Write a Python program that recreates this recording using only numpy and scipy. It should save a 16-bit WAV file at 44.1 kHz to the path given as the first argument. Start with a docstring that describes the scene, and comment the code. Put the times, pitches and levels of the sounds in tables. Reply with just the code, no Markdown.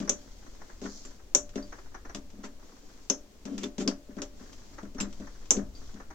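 """A thread is cut by hand on a stopped lathe in a small, dry workshop, one hand on the die, one on the key.
The key knocks, clacks home and scrapes; struck steel rings, and the headstock booms in its low modes.
From the start the die hisses by dense stick and slip at each turn; loose steel taps during turns and between.
Near 0.8 s the die rasps and whistles for a moment; short pings, further turns and blows follow to the end.
Still air and low microphone rumble lie under everything."""
import sys
import numpy as np
from scipy import signal
from scipy.fft import rfft, irfft
from scipy.io import wavfile

SR = 44100
rng = np.random.default_rng(int(sys.argv[2]) if len(sys.argv) > 2 else 0)


def materialize(psi):
    """Save the field psi as 16-bit PCM at rate SR to the path in sys.argv[1].

    A 1-D psi becomes a single channel; in a 2-D psi each row is a channel.
    """
    bounded = np.clip(np.atleast_2d(psi).T, -1, 1)
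    quanta = np.round(bounded * 32767).astype(np.int16)
    wavfile.write(sys.argv[1], SR, quanta)


N = 270774
TIME = np.arange(N) / SR  # seconds through the scene
AGE = np.arange(SR // 2) / SR  # seconds since a blow
EDGE_HZ = 16200  # upper band limit

# Event levels are relative: each source function adds its own trims in dB.
# The key strikes home: start_s, steel_db, ring_centre_hz, boom_db, boom_pitch_hz, crack_db, left_minus_right_db
KEY_CLACKS = [(0.0942, -13, 6410, -32, 326, -33.5, 1.5), (1.3493, -8, 6430, -31, 460, -31.5, 5),
              (3.0996, -13, 6080, -31, 326, -34, 3.5), (3.8766, -21, 5200, -26, 292, -33, 4.5),
              (4.219, -30, 6160, -42.5, 410, -39.5, 2.5), (5.507, -7, 6500, -31, 363, -29.5, 1.5)]
# The key shifts in its socket: start_s, boom_db, boom_pitch_hz, crack_db
KEY_KNOCKS = [(0.002, -26, 198, -46.5), (0.816, -31, 306, -53), (1.05, -43.5, 270, -53),
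              (1.557, -24, 297, -46), (2.148, -31.5, 236, -40), (2.333, -43.5, 204, -71),
              (2.383, -40, 242, -78), (3.454, -29, 276, -47.5), (3.58, -39, 282, -42),
              (3.634, -31, 393, -40), (3.782, -25.5, 265, -42), (4.087, -38, 256, -78),
              (4.168, -30, 221, -59.5), (4.405, -40, 276, -68), (4.831, -32.5, 200, -59),
              (4.948, -34.5, 287, -58.5), (5.008, -26, 186, -40), (5.028, -28.5, 199, -61),
              (5.2, -31.5, 222, -58), (5.568, -24, 198, -46.5), (5.942, -39, 199, -60.5)]
# After a knock the key drops back once, more softly
REBOUND_S, REBOUND_DB = 0.029, -9.5
# The key touches the chuck, too lightly to shake the headstock: start_s, level_db
KEY_TOUCHES = [(1.493, -57), (2.303, -60), (4.53, -54), (5.128, -55), (5.457, -58)]
# The key rings briefly as it shifts or leaves a socket: start_s, pitch_hz, level_db, t60_s
KEY_PINGS = [(1.053, 7300, -51, 0.076), (1.575, 5860, -51, 0.18), (1.627, 4740, -51.5, 0.11),
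             (3.641, 3500, -41.5, 0.033), (5.009, 7350, -36, 0.097), (5.752, 4710, -54, 0.16)]
# The key drags along a socket wall: start_s, length_s, boom_db, grit_db
WALL_SCRAPES = [(0.0, 0.068, -41, -58), (0.821, 0.046, -39, -51.5), (2.43, 0.03, -43.5, -48),
                (3.459, 0.16, -39, -61.5), (3.602, 0.068, -36.5, -49.5), (3.791, 0.036, -31.5, -42.5),
                (3.844, 0.048, -32.5, -81), (4.172, 0.063, -44, -79), (4.997, 0.014, -44, -32.5),
                (5.52, 0.068, -35, -57)]
# Loose steel taps, during the turns and between them: start_s, tap_db, thin_ring_db
LOOSE_TAPS = [(0.077, -38.5, -42.5), (0.615, -47, -80), (0.6947, -48.5, -73), (0.856, -39.5, -54),
              (1.724, -40.5, -57.5), (1.7836, -46.5, -74), (1.9449, -40, -55.5), (2.0502, -43.5, -65),
              (2.0941, -43, -54.5), (2.4371, -41, -53), (4.1826, -41.5, -61), (4.7825, -40, -70),
              (4.9832, -39.5, -44), (5.2703, -47, -59), (6.0005, -43.5, -75), (6.1045, -44, -59.5)]
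# Loose steel taps after a knock: delay_s, tap_db, thin_ring_db (levels relative to boom_db)
KNOCK_JOLT_OFFSET = (0.018, -19, -35)
# Loose steel taps after a clack: delay_s, tap_db, thin_ring_db (levels relative to boom_db)
CLACK_JOLT_OFFSET = (.034, -17.5, -29.5)
# Faint chatter of loose steel at random moments of each turn, levels relative to the turn
CHATTER_PER_S, CHATTER_DB, CHATTER_RING_DB, CHATTER_SPREAD_DB = 14, 3, -11, 2
# The chuck is pulled round and the die rubs on the rod: start_s, length_s, level_db
CHUCK_TURNS = [(0.0, 0.87, -60.5), (0.76, 0.46, -59), (1.52, 0.41, -60.5), (2.58, 0.64, -62.5),
               (4.32, 0.56, -59.5), (5.03, 0.6, -61.5), (5.72, 0.31, -58)]
TURN_ATTACK_S, TURN_RELEASE_S = 0.07, 0.17
CREEP_DB = -69.5  # between turns the die barely moves
# The die rasps and sings where it bites hardest: time_s, pitch_hz, level_db
DIE_SQUEAK = [(.82, 6500, -59), (0.889, 6680, -58), (0.972, 6670, -56.5), (1.021, 6550, -60.5),
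              (1.12, 6330, -67)]
# Handling rumble through the scene: time_s, level_db
RUMBLE_LEVEL = [(0.0, -45), (0.58, -48.5), (2.22, -46), (2.77, -54.5), (5.3, -43.5), (5.44, -46),
                (5.68, -38.5), (6.14, -48.5)]

# Modes of the headstock and its sheet-metal covers: pitch_hz, level_db, t60_s
HEADSTOCK_MODES = [(189.4, -15, 0.099), (200, 4.5, 0.2), (257.6, 2.5, 0.12), (277.1, 1.5, 0.24),
                   (332, -15, 0.21), (403.8, 5, 0.15), (436, -29, .1), (560, -29, 0.15), (589, -0.5, 0.4),
                   (600, -13.5, .14), (713, -14.5, 0.48)]
# Modes of the key and chuck jaws: pitch_hz, level_db, t60_s
STEEL_MODES = [(5855, -12, 0.053), (5770, -1, 0.13), (5700, -12, 0.36), (6200, 21.5, 0.047),
               (6200, 13.5, 0.16), (6640, -5.5, .14), (7500, -23, .15), (7300, -3.5, .13),
               (7550, -19.5, 0.069)]

# Burst of struck steel: ratio to the ring centre (no unit), gain_db
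BURST_COLOUR = [(.3, -61), (.72, -57), (.8, -38.5), (.87, -4), (.95, -3), (1.08, -3), (1.18, -10),
                (1.25, -20.5), (1.35, -33), (1.65, -50), (1.85, -42), (2.4, -47)]
# Snap of steel on steel: frequency_hz, gain_db
CRACK_COLOUR = [(150, -46), (500, 3.5), (1000, 8.5), (1800, 4.5), (3300, 8.5), (4300, 4.5), (6000, 11),
                (7500, 5.5), (9000, -11.5), (10500, -43.5), (12000, -15), (16000, -26)]
# Upper body of a hard blow: frequency_hz, gain_db
CLUNK_COLOUR = [(150, -32), (380, -18.5), (560, 8), (700, -12.5), (830, -7.5), (1050, -8), (1400, -10.5),
                (4000, -55.5)]
# Dull thud of the headstock: frequency_hz, gain_db
THUD_COLOUR = [(40, -20), (140, -21.5), (200, -0.5), (290, 2.5), (420, -13.5), (520, -13.5), (640, -9),
               (800, -24), (1500, -25.5), (4000, -74)]
# Tap of loose steel: frequency_hz, gain_db
TAP_COLOUR = [(100, -20), (300, 10), (520, 2.5), (750, 3), (1100, 5.5), (1800, 4), (2300, -7.5),
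              (3200, -18.5), (5000, -15), (6500, -7.5), (8000, -34.5), (11000, -57.5)]
# Hiss of the die: frequency_hz, gain_db
RUBBING_COLOUR = [(300, -14.5), (1200, -12), (3000, -17), (4600, -11), (6500, -8.5), (7500, -14),
                  (9000, -33), (12000, -33.5)]
# Rasp of the biting die: frequency_hz, gain_db
RASP_COLOUR = [(2500, -41), (3900, -9), (4600, -2), (6600, 1), (7400, -6), (8500, -31)]
# Still room air: frequency_hz, gain_db
AIR_COLOUR = [(20, -13.5), (45, -14), (80, -19), (130, -31), (200, -8.5), (300, -14.5), (430, -12),
              (700, -20), (1500, -26.5), (3000, -27.5), (7000, -27.5), (10000, -39), (12500, -36.5),
              (16000, -36.5)]
# Microphone rumble: frequency_hz, gain_db
RUMBLE_COLOUR = [(8, 7), (20, 1), (50, -7), (90, -15.0), (160, -25.0), (500, -63.5)]


def amp(db):
    """Decibel law: 20 dB is a factor of ten in amplitude."""
    return 10 ** (np.asarray(db) / 20)


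def unit(x):
    """Power normalisation: scales a steady sound to rms 1."""
    return x / np.sqrt(np.mean(x ** 2) + 1e-20)


def unit_hit(x):
    """Energy normalisation: scales a blow to the energy of 20 ms at rms 1."""
    energy = np.mean(np.sum(x ** 2, -1))
    return x / np.sqrt(energy / (SR / 50) + 1e-20)


def pan(db):
    """Interaural level difference: left and right gains that differ by db."""
    return amp([[db / 2], [-db / 2]])


def add(mix, s, sound):
    """Superposition: adds a stereo sound at time s, in place."""
    part = mix[:, max(round(s * SR), 0):][:, :sound.shape[-1]]
    part += sound[..., :part.shape[1]]


def colour(x, points, size=4096):
    """Minimum-phase filtering: a causal response derived from the log gain at the given points."""
    hz, db = np.transpose(points)
    grid_hz = abs(np.fft.fftfreq(size, 1 / SR)) + 1
    log_gain = np.log(amp(np.interp(np.log(grid_hz), np.log(hz), db)))
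    # the Hilbert transform of the log gain gives the causal phase
    response = np.exp(np.conj(signal.hilbert(log_gain)))
    impulse = np.fft.ifft(response).real[:size // 2]
    return signal.oaconvolve(x, impulse[None], axes=1)[:, :x.shape[1]]


def noise(count, shared_hz=1100):
    """Spatial coherence: noise at two close microphones is alike in the bass, unrelated in the treble."""
    left, other = rfft(rng.standard_normal((2, count)))
    same = 1 / (1 + (np.fft.rfftfreq(count, 1 / SR) / shared_hz) ** 4)
    right = same * left + np.sqrt(1 - same ** 2) * other
    return irfft(np.array([left, right]), count)


def arrival(near_db, room_db, room_t60, near_t60=0.056, gap=0.00032):
    """Impulse response: direct sound, then scattering by the machine and decaying room reflections."""
    direct = np.zeros((2, len(AGE)))
    direct[0, 0] = direct[1, 2] = 1  # left leads by two samples
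    scatter = noise(len(AGE), shared_hz=814) * (1 - np.exp(-(AGE / gap) ** 2))
    near = unit_hit(scatter * amp(-60 * AGE / near_t60))
    reflections = noise(len(AGE), shared_hz=600) * (AGE > gap)
    room = unit_hit(reflections * amp(-60 * AGE / room_t60))
    return unit_hit(direct) + amp(near_db) * near + amp(room_db) * room


def ring(modes, spread, vary_db):
    """Modal superposition: dying sines, reweighted at each blow; spread (radians) parts the two sides."""
    out = 0
    for k, (hz, db, t60) in enumerate(modes):
        phase = k * np.pi + spread * rng.standard_normal((2, 1))  # alternating sign
        decay = amp(db + vary_db * rng.standard_normal() - 60 * AGE / t60)
        out = out + decay * np.sin(2 * np.pi * hz * AGE + phase)
    return unit_hit(out)


def slips(count, per_s, uneven_db):
    """Stick and slip: friction yields a random train of small jerks of unequal size."""
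    size_db = uneven_db * np.minimum(rng.exponential(1, count), 3)
    size = amp(size_db) * rng.choice([-1, 1], count)
    happens = rng.random(count) < per_s / SR
    return (size * happens)[None]


def clacks(burst_db=-10, modes_db=-21, boom_db=-2, clunk_db=-5, crack_db=-1):
    """Hard impact: short contact excites a burst, lingering steel modes, a snap, a clunk and the boom."""
    out = np.zeros((2, N))
    for s, db, hz, low_db, low_hz, snap_db, side_db in KEY_CLACKS:
        heard = arrival(near_db=-2, room_db=-4, room_t60=0.16, near_t60=0.035, gap=0.0012)
        burst = unit_hit(colour(heard, np.multiply(BURST_COLOUR, [hz, 1])))
        modes = ring(STEEL_MODES, spread=1.2, vary_db=2.5) * (1 - np.exp(-AGE / 0.002))
        steel = amp(burst_db) * burst + amp(modes_db) * modes
        snap = amp(crack_db) * crack(wet_db=-1)
        # only a short, hard contact reaches the upper modes of the casting
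        casting = arrival(near_db=6, room_db=8, room_t60=0.16, gap=0.002)
        clunk = amp(clunk_db) * unit_hit(colour(casting, CLUNK_COLOUR))
        add(out, s, pan(side_db) * (amp(db) * steel + amp(snap_db) * (snap + clunk)))
        add(out, s, amp(low_db + boom_db) * boom(low_hz))
    return out


def boom(hz, rise=0.00067, focus_db=12, modes_db=-1, thud_db=-5, modes_side_db=5.0, thud_side_db=2):
    """Modal excitation: the place of the blow favours headstock modes near hz, over a dull thud."""
    # focus_db is lost per octave away from hz
    favoured = [(f, db - focus_db * abs(np.log2(f / hz)), t60) for f, db, t60 in HEADSTOCK_MODES]
    modes = ring(favoured, spread=0.25, vary_db=1.5) * (1 - np.exp(-AGE / rise))
    heard = arrival(near_db=5.0, room_db=7.0, room_t60=0.33, gap=0.0037)
    thud = unit_hit(colour(heard, THUD_COLOUR))
    return pan(modes_side_db) * amp(modes_db) * modes + pan(thud_side_db) * amp(thud_db) * thud


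def crack(wet_db=2):
    """Broadband impulse: steel meeting steel snaps over a wide spectrum."""
    heard = arrival(near_db=wet_db, room_db=wet_db + 3.5, room_t60=0.13)
    return unit_hit(colour(heard, CRACK_COLOUR))


def knocks(boom_db=-7, crack_db=0, side_db=3.0):
    """Soft impact: the key excites mostly the boom, with a small snap and one rebound."""
    out = np.zeros((2, N))
    for s, low_db, hz, snap_db in KEY_KNOCKS:
        snap = amp(snap_db + crack_db) * pan(side_db) * crack()
        add(out, s, amp(low_db + boom_db) * boom(hz) + snap)
        add(out, s + REBOUND_S, amp(low_db + boom_db + REBOUND_DB) * boom(hz))
    return out


def scrapes(boom_hz=280):
    """Friction as repeated impact: runs of slips shake the headstock and crackle."""
    out = np.zeros((2, N))
    for s, length, low_db, grit_db in WALL_SCRAPES:
        stroke = np.sqrt(np.maximum(np.sin(np.pi * np.minimum(AGE / length, 1)), 0))
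        jerks = slips(len(AGE), per_s=700, uneven_db=1.5) * stroke
        for db, body in ((low_db, boom(boom_hz)), (grit_db, crack())):
            sound = signal.fftconvolve(jerks, body, axes=1)
            stroke_rms = np.sqrt(np.sum(sound ** 2) / (2 * length * SR) + 1e-20)
            add(out, s, amp(db) * sound / stroke_rms)
    return out


def pings():
    """Single-mode decay: one mode of the key, roughened by its reflections."""
    out = np.zeros((2, N))
    for s, hz, db, t60 in KEY_PINGS:
        tone = ring([(hz, 0, t60)], spread=0.7, vary_db=0)
        path = arrival(near_db=6, room_db=6, room_t60=t60)
        echoes = signal.fftconvolve(path, tone * np.exp(-AGE / 0.0015), axes=1)
        add(out, s, amp(db) * unit_hit(tone + 0.5 * unit_hit(echoes[:, :len(AGE)])))
    return out


def touches(side_db=3.5):
    """Light contact: small dry snaps of the key on the chuck, without the boom."""
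    out = np.zeros((2, N))
    for s, db in KEY_TOUCHES:
        add(out, s, amp(db) * pan(side_db) * crack(wet_db=0.5))
    return out


def die(side_db=2.5, chips_db=-2, murmur_db=-62):
    """Sliding friction: fine, dense slips hiss, and the same rubbing murmurs through the headstock."""
    rub = rubbing()
    chip = arrival(near_db=3, room_db=0, room_t60=0.13)
    chips = signal.oaconvolve(slips(N, per_s=170, uneven_db=1), chip, axes=1)[:, :N]
    hiss = unit(colour(noise(N) + amp(chips_db) * unit(chips), RUBBING_COLOUR))
    shudder = colour(slips(N, per_s=200, uneven_db=3.5) * noise(N), THUD_COLOUR)
    murmur = amp(murmur_db) * unit(shudder * np.sqrt(rub))
    return pan(side_db) * (rub * hiss + murmur)


def rubbing():
    """Friction follows speed: its level rises, holds and eases off with each turn, above a slow creep."""
    level = np.full(N, amp(CREEP_DB))
    for s, length, db in CHUCK_TURNS:
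        gather = (TIME - s) / TURN_ATTACK_S
        ease = (s + length - TIME) / TURN_RELEASE_S
        speed = np.clip(np.minimum(gather, ease), 0, 1)
        level = np.maximum(level, amp(db) * np.sqrt(speed))
    return level


def squeak(width_hz=350, rasp_db=5, whistle_db=-3):
    """Frictional singing: the cutting edge gives a grainy rasp around a thin, unsteady whistle."""
    s, hz, db = np.transpose(DIE_SQUEAK)
    lowpass = signal.butter(2, width_hz / 2, fs=SR, output="sos")
    waver = unit(signal.sosfilt(lowpass, rng.standard_normal((2, N))))
    # slow noise on a sine makes a narrow band, width_hz wide
    whistle = waver * np.sin(2 * np.pi * np.cumsum(np.interp(TIME, s, hz)) / SR)
    grains = unit(slips(N, per_s=900, uneven_db=0.5) * noise(N))
    rasp = unit(colour(noise(N) + grains, RASP_COLOUR))
    level = np.interp(TIME, s, amp(db), left=0, right=0)
    return (amp(whistle_db) * whistle + amp(rasp_db) * rasp) * level


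def taps(tap_db=-3, ring_db=-4, ring_hz=5850, side_db=2):
    """Reflected impact: hollow taps of loose steel, strong in reflections, each with a thin ring."""
    out = np.zeros((2, N))
    for s, db, thin_db in [*LOOSE_TAPS, *jolts(), *chatter()]:
        heard = arrival(near_db=10, room_db=10.5, room_t60=0.2, gap=0.003)
        tap = unit_hit(colour(heard, TAP_COLOUR))
        thin = ring([(ring_hz, 0, 0.14), (5720, -6, 0.09)], spread=1, vary_db=2)
        add(out, s, pan(side_db) * (amp(db + tap_db) * tap + amp(thin_db + ring_db) * thin))
    return out


def jolts():
    """Transmitted shock: each blow sets off a delayed tap; rows of start_s, tap_db, thin_ring_db."""
    knocked = [np.add((s, db, db), KNOCK_JOLT_OFFSET) for s, db, _, _ in KEY_KNOCKS]
    clacked = [np.add((s, db, db), CLACK_JOLT_OFFSET) for s, _, _, db, *_ in KEY_CLACKS]
    return knocked + clacked


def chatter():
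    """Random excitation: faint taps scatter over each turn; rows of start_s, tap_db, thin_ring_db."""
    rows = []
    for s, length, db in CHUCK_TURNS:
        for place, size in rng.random((round(CHATTER_PER_S * length), 2)):
            level = db + CHATTER_SPREAD_DB * (2 * size - 1)
            rows.append((s + place * length, level + CHATTER_DB, level + CHATTER_RING_DB))
    return rows


def workshop(air_db=-60, rumble_db=1):
    """Filtered noise: still room air and the low rumble of a hand-held microphone."""
    rumble = unit(colour(noise(N, shared_hz=139.3), RUMBLE_COLOUR))
    air = amp(air_db) * unit(colour(noise(N, shared_hz=654), AIR_COLOUR))
    handling = amp(np.interp(TIME, *np.transpose(RUMBLE_LEVEL)) + rumble_db)
    return pan(2.1) * (air + rumble * handling)


def scene():
    """Superposition of all sources at the two microphones."""
    key = clacks() + knocks() + scrapes() + pings() + touches()
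    return key + die() + squeak() + taps() + workshop()


def record(dry):
    """Band limitation: a linear-phase low-pass removes what lies above EDGE_HZ."""
    lowpass = signal.firwin(255, EDGE_HZ, window=("kaiser", 9), fs=SR)
    return signal.oaconvolve(dry, lowpass[None], "same")


dry = scene()
out = record(dry)
materialize(out)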